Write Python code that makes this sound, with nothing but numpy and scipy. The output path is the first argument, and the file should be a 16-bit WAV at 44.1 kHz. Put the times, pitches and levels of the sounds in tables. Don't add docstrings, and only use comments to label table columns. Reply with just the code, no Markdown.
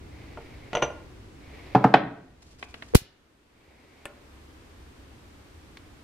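import sys
import numpy as np
from scipy import signal
from scipy.fft import rfft, irfft, next_fast_len
from scipy.io import wavfile
from scipy.ndimage import uniform_filter1d, minimum_filter1d

SR = 44100
rng = np.random.default_rng(int(sys.argv[2]) if len(sys.argv) > 2 else 0)


def dump_mix(stems):
    frames = np.atleast_2d(stems).T
    limited = np.clip(frames, -1, 1)
    pcm = np.round(limited * 32767).astype(np.int16)
    wavfile.write(sys.argv[1], SR, pcm)


N = 266011
T = np.arange(SR // 2) / SR

# start in seconds, blow in dB, treble corner in Hz, glass ring in dB,
# seconds until the rim is touched again.
CLINKS = [(0.3731, -25.5, 1040, -41, .02), (.731, -21.5, 6000, -19, 0.016), (.751, -14, 4560, -4, 0.0092),
          (0.7696, -17.5, 3500, -10, 0.012), (0.8212, -20, 5000, -3, .003), (.824, -10, 4470, -7.5, 0.028),
          (.904, -32.5, 1000, -18, .02)]
# start in seconds, blow in dB, treble corner in Hz, direct thud in dB.
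KNOCKS = [(1.7489, -5, 1436, 3), (1.8408, -3.5, 1500, 3), (1.939, 2, 4446, -4.5)]
# start in seconds, level in dB, treble corner in Hz.
MOUNT_TICKS = [(2.626, -21.5, 4000), (2.741, -29, 7000), (2.822, -26.5, 4000)]
TRIGGER_SNAPS = [(4.0546, -25.5, 13250), (4.0564, -26, 2930)]
# start in seconds, capsule shake in dB, rasp in dB, rasp t60 in seconds.
MOUNT_SLIPS = [(2.9373, -18.5, -47.5, .01), (2.9476, -5.5, -12.5, 0.12), (2.9523, -3.5, 3, 0.013),
               (2.965, -39, -17.5, 0.043)]
# start in seconds, level in dB.
WICK_SPITS = [(5.7709, -39)]
# start in seconds, length in seconds, level in dB.
ARM_MOVES = [(-.05, .9, -53.5), (1.33, 0.55, -49), (3.391, 0.63, -56.5)]
FINGER_SLIDES = [(2.403, 0.028, -50.5), (2.459, 0.07, -50), (2.576, 0.075, -52.5), (2.666, 0.36, -58.5)]

# frequency in Hz, relative level in dB, t60 in seconds.
TRAY_MODES = [(135, -15, 0.15), (247.3, -10, .1), (462.6, -8, 0.19), (508, -10, 0.13), (595, -7, 0.21),
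              (698, -11, 0.098), (893.5, -4, 0.12), (1025, -8, 0.044), (1424, -5, 0.071), (1960, -4, 0.029),
              (2410, -5.5, 0.018), (2780, -8.5, 0.052), (3000, -5, 0.025), (3410, -9.5, 0.026)]
GLASS_MODES = [(6040, -11.5, 0.21), (6070, -24, 0.087), (6700, -16, 0.024), (10050, -36.5, .09),
               (15000, -44, 0.057)]
BOARD_MODES = [(741, -4, 0.088), (820, -1, 0.046), (907, -5.5, .04), (1025, -5, .04), (1170, -7.5, 0.035),
               (1434, -14.5, .06), (1753, -15, .06), (2132, -21, 0.027), (2540, -13.5, .045),
               (2770, -16.5, 0.017), (3025, -17.5, .05)]
BENDING_MODES = [(129.2, -13.5, 0.18), (186, -11.5, 0.098), (268, -6.5, 0.087), (328, -16.5, 0.087),
                 (437, -15, 0.11)]
MOUNT_MODES = [(5800, -31, .1), (10700, -25.5, .08), (12200, -24.5, .08), (15550, -24, .11)]
LIGHTER_MODES = [(579, -16, 0.1), (1409, -14, 0.072), (1780, -8, 0.065), (2550, 0.5, 0.015),
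                 (3480, -11, 0.031), (7770, -23, .06), (9050, -11, 0.021), (10300, -22.5, 0.021)]

# frequency in Hz, relative level in dB.
CLINK_CRACK = [(100, -7), (300, 1), (600, 9.5), (1500, -8), (3000, -4.5), (4500, -19.5), (7000, -17.5),
               (10000, -31), (16000, -36.5)]
KNOCK_CRACK = [(70, -31.5), (200, 0), (1000, 0.5), (2000, -7), (3500, -14), (5000, -22.5), (8000, -36),
               (16000, -48.5)]
MOUNT_CRACK = [(150, -11.5), (450, 3.5), (900, -4), (1400, 1), (2500, 2), (4200, -7.5), (6000, -17.5),
               (12000, -11.5), (16000, -25.5)]
MOUNT_RASP = [(200, -0.5), (500, 0.5), (1000, -9), (2500, 1.5), (4200, 3.5), (6500, 1), (9000, 0.5),
              (13000, 2), (16000, -16)]
LIGHTER_CRACK = [(150, 5.5), (600, 8.5), (1200, 2.5), (2500, 8), (4000, -6), (6000, -13), (9000, 0),
                 (14000, -16), (16000, -33)]
WICK_CRACK = [(300, -18.5), (1300, 0), (2000, 4), (3000, 0), (4100, 3), (5500, -6.5), (8000, -14),
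              (15000, -31.5)]
GAS_JET = [(300, -13), (1200, -0.5), (4000, -17), (6500, -15), (8400, 5), (11000, -8), (13300, 4),
           (16000, -32)]
FLAME_FLUTTER = [(20, -20), (45, -5), (70, 4.5), (120, -8.5), (200, -18), (330, -18), (700, -33),
                 (2000, -61)]
CLOTH_RUB = [(200, -2), (400, 7), (800, 1.5), (1400, -8), (2200, 3.5), (3000, -8), (4600, -11),
             (8000, -28.5), (13000, -27), (16000, -47.5)]
SKIN_RUB = [(100, 6), (400, 4), (1000, -2), (2300, -1.5), (5000, 1.5), (10000, -6.5), (13000, -15.5),
            (16000, -36)]
HAND_RUMBLE = [(15, -7), (35, -9), (60, 2.5), (110, -3), (180, -13.5), (300, -7), (600, -25.5), (1500, -53)]
ROOM_TONE = [(20, -19), (45, -15), (70, -7), (105, -15), (180, -18.5), (300, -13), (450, -19.5),
             (620, -23.5), (1000, -24), (2200, -28), (3800, -32.5), (8400, -41), (13000, -48.5),
             (15500, -59)]

# frequency in Hz, relative gain in dB.
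ROOM_GAIN = [(50, -17.5), (130, -2), (400, -0.5), (1000, -0.5), (2200, -4), (5000, -4.5), (12000, 1.5),
             (16000, -17.5)]
# frequency in Hz, t60 in seconds.
ROOM_T60 = [(100, 0.87), (300, 0.64), (800, .52), (2000, .58), (4000, .45), (8000, 0.17), (16000, .22)]

# frequency in Hz, left-right likeness from -1 to 1.
BLOW_IMAGE = [(300, 0.98), (1000, 1), (3000, 0.67), (5000, .6), (9000, .1), (16000, 0.45)]
BODY_IMAGE = [(150, .9), (500, .7), (1200, 0.03), (2500, -0.016), (4500, -0.46), (8000, -.55), (13000, -.8)]
ROOM_IMAGE = [(200, 1), (330, 1), (500, 0.62), (1500, 0.71), (4000, .1)]
DIFFUSE_IMAGE = [(30, 1), (150, .9), (350, 0.69), (600, .1), (2000, 0), (16000, 0)]


def lid_lifted():
    out = np.zeros((2, N))
    for s, db, hard_hz, glass_db, free_s in CLINKS:
        tray = amp(-8) * ring(TRAY_MODES, rise=.0004)
        contact = crack(CLINK_CRACK, BLOW_IMAGE, t60=.0096, after_db=-10.5, after_t60=.13, rise=.00032)
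        clack = soften(tray + amp(-1) * contact, hard_hz)
        damping = amp(-15 * np.clip((T - free_s) / .0039, 0, 1))
        ping = amp(glass_db) * damping * ring(GLASS_MODES, rise=.00075)
        add(out, s, amp(db) * (clack + ping * amp([[-2], [1]])))
    return out + room(out, wet_db=-17.5)


def lid_set_down():
    direct, to_room = np.zeros((2, N)), np.zeros((2, N))
    for s, db, hard_hz, thud_db in KNOCKS:
        contact = crack(KNOCK_CRACK, BLOW_IMAGE, t60=.023, after_db=-9, after_t60=.18, rise=.00099)
        clap = amp(-6.5) * soften(contact, hard_hz) + amp(-13.5) * contact
        board = amp(1.5) * soften(ring(BOARD_MODES, rise=.0036), hard_hz)
        thud = amp(db) * ring(BENDING_MODES, rise=.003)
        add(direct, s, amp(db) * (clap + board))
        add(direct, s + .005, amp(thud_db) * thud)
        add(to_room, s, amp(db) * (clap + amp(-7) * board))
        add(to_room, s + .005, thud)
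    low_cut = signal.butter(4, 90, "high", fs=SR, output="sos")
    return signal.sosfilt(low_cut, direct + room(to_room, wet_db=-13))


def mount_snap(jolt_s=2.953, rebound_s=3.017, shake_hz=470, shake_t60=.2, lag_s=.0004):
    rasp, shake = np.zeros((2, N)), np.zeros((2, N))
    rocking = np.sin(2 * np.pi * shake_hz * T + np.array([[0], [2.3]]))
    for s, shake_db, rasp_db, t60 in MOUNT_SLIPS:
        fade = amp(-60 * T / t60) * (1 - np.exp(-T / .0019))
        add(rasp, s, amp(rasp_db) * fade * noise(MOUNT_RASP, [(100, 0), (5000, -.4)], size=len(T)))
        until_jolt = np.exp(-np.maximum(s + T - jolt_s, 0) / .0018)
        add(shake, s, amp(shake_db - 60 * T / shake_t60) * until_jolt * rocking)
    add(rasp, jolt_s, ring(MOUNT_MODES, rise=.0005) * [[-.3], [1]])
    jolt = swing(db=14.5, time=.0026)
    add(shake, jolt_s - lag_s, amp(-.5) * jolt * [[1], [0]])
    add(shake, jolt_s + lag_s, jolt * [[0], [1]])
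    add(shake, rebound_s, soften(swing(db=-17, time=.0024), hz=160))
    return rasp + soften(room(rasp, wet_db=-17.5), hz=10000) + soften(shake, hz=2000)


def mount_ticks():
    out = np.zeros((2, N))
    for s, db, hard_hz in MOUNT_TICKS:
        tick = crack(MOUNT_CRACK, BODY_IMAGE, t60=.027, after_db=-16.5, after_t60=.082, rise=.001)
        add(out, s, amp(db) * soften(tick, hard_hz))
    return out + room(out, wet_db=-17.5)


def lighter(gas_s=3, gas_rise_s=.352, gas_db=-75.5):
    out = np.zeros((2, N))
    for s, db, hard_hz in TRIGGER_SNAPS:
        snap = crack(LIGHTER_CRACK, BLOW_IMAGE, t60=.011, after_db=-15, after_t60=.096, rise=.00012)
        case = ring(LIGHTER_MODES, rise=.00075)
        add(out, s, amp(db) * soften(case + amp(-1) * snap, hard_hz))
    for s, db in WICK_SPITS:
        spit = crack(WICK_CRACK, BLOW_IMAGE, t60=.021, after_db=-17.5, after_t60=.062, rise=.00045)
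        add(out, s, amp(db) * spit)
    flow = np.clip((np.arange(N) / SR - gas_s) / gas_rise_s, 0, 1)
    hiss = amp(gas_db) * flow * noise(GAS_JET, DIFFUSE_IMAGE)
    return out + soften(room(out, wet_db=-13.5), hz=1900) + hiss


def flame(start_s=4.2, rise_s=.16, db=-54):
    burning = np.clip((np.arange(N) / SR - start_s) / rise_s, 0, 1)
    return amp(db) * burning * noise(FLAME_FLUTTER, DIFFUSE_IMAGE)


def handling(held_db=-46, settle_db_per_s=-2, let_go_s=3.05, fall_s=.078):
    t = np.arange(N) / SR
    held = amp(held_db + settle_db_per_s * t) * np.exp(-np.maximum(t - let_go_s, 0) / fall_s)
    slides = sum(amp(db) * swell(s, length, rise=.028, fall=.02) for s, length, db in FINGER_SLIDES)
    return held * noise(HAND_RUMBLE, DIFFUSE_IMAGE) + slides * rubbing(SKIN_RUB, BODY_IMAGE, grain_db=4)


def sleeve():
    speed = sum(amp(db) * swell(s, length, rise=.28, fall=.17) for s, length, db in ARM_MOVES)
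    image = [(300, .7), (1300, .18), (2200, .77), (3500, .26)]
    return speed * rubbing(CLOTH_RUB, image, grain_db=1.1)


def room(x, wet_db):
    taps = pair(rng.standard_normal((2, SR)), ROOM_IMAGE)
    hz, t, bands = signal.stft(taps, SR, nperseg=256)
    bands = bands * amp(curve(ROOM_GAIN, hz)[:, None] - 60 * t / curve(ROOM_T60, hz)[:, None])
    tail = signal.istft(bands, SR, nperseg=256)[1]
    tail *= np.clip(np.arange(tail.shape[1]) / SR / .014, 0, 1) ** 2
    return amp(wet_db) * signal.fftconvolve(x[:1], tail / np.linalg.norm(tail[0]), axes=1)[:, :N]


def ring(modes, rise):
    spot_db = 1.5 * rng.standard_normal(len(modes))
    tones = [(-1) ** k * amp(db + spot_db[k] - 60 * T / t60) * np.sin(2 * np.pi * hz * T)
             for k, (hz, db, t60) in enumerate(modes)]
    return sum(tones) * (1 - np.exp(-T / rise))


def crack(spectrum, image, t60, after_db, after_t60, rise):
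    fade = amp(-60 * T / t60) + amp(after_db - 60 * T / after_t60)
    return noise(spectrum, image, size=len(T)) * fade * (1 - np.exp(-(T / rise) ** 2))


def soften(x, hz):
    return signal.sosfilt(signal.butter(2, min(hz, .45 * SR), fs=SR, output="sos"), x)


def swing(db, time):
    u = T / time
    return -amp(db) * (1 - 2 * u + u ** 2 / 2) * np.exp(-u)


def rubbing(spectrum, image, grain_db):
    catch = uniform_filter1d(rng.standard_normal(N), size=600)
    return noise(spectrum, image) * amp(grain_db * catch / catch.std())


def swell(start, length, rise, fall):
    t = np.arange(N) / SR - start
    return np.clip(t / rise, 0, 1) * np.exp(-np.maximum(t - length, 0) / fall)


def noise(spectrum, image, size=N):
    n = next_fast_len(size)
    colour = amp(curve(spectrum, np.fft.rfftfreq(n, 1 / SR)))
    x = irfft(rfft(rng.standard_normal((2, n))) * colour, n)
    return pair(x, image)[:, :size] / x.std()


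def pair(x, image):
    z = rfft(x)
    likeness = np.clip(curve(image, np.fft.rfftfreq(x.shape[1], 1 / SR)), -1, 1)
    mid, side = np.sqrt((1 + likeness) / 2) * z[0], np.sqrt((1 - likeness) / 2) * z[1]
    return irfft(np.array([mid + side, mid - side]), x.shape[1])


def curve(points, hz):
    f, value = np.transpose(points)
    return np.interp(np.log(hz + 1), np.log(f + 1), value)


def add(mix, s, sound):
    part = mix[:, round(s * SR):][:, :sound.shape[-1]]
    part += sound[..., :part.shape[1]]


def amp(db):
    return 10 ** (np.asarray(db) / 20)


def scene():
    room_tone = amp(-52.5) * noise(ROOM_TONE, DIFFUSE_IMAGE)
    lid = lid_lifted() + lid_set_down()
    mount = mount_ticks() + mount_snap()
    return lid + mount + sleeve() + handling() + lighter() + flame() + room_tone


def record(dry, threshold_db=-11, hold_s=.46, recovery_db_per_s=16, attack_s=.015, share=.64):
    power_db = 10 * np.log10(abs(uniform_filter1d((dry ** 2).mean(0), size=200)) + 1e-12)
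    half = int(hold_s * SR / 2)
    held_db = -minimum_filter1d(-power_db, 2 * half + 1, origin=half, mode="nearest")
    recovery_db = np.arange(N) / SR * recovery_db_per_s
    level_db = np.maximum.accumulate(held_db + recovery_db) - recovery_db
    over_db = np.maximum(level_db - threshold_db, 0)
    pole = np.exp(-1 / (attack_s * SR))
    ducked = dry / amp(share * signal.lfilter([1 - pole], [1, -pole], over_db))
    clipped = ducked / (1 + ducked ** 8) ** (1 / 8)
    band_limit = signal.firwin(255, cutoff=15900, window=("kaiser", 8), fs=SR)
    return signal.oaconvolve(clipped, band_limit[None], "same")


dry = scene()
out = record(dry)
dump_mix(out)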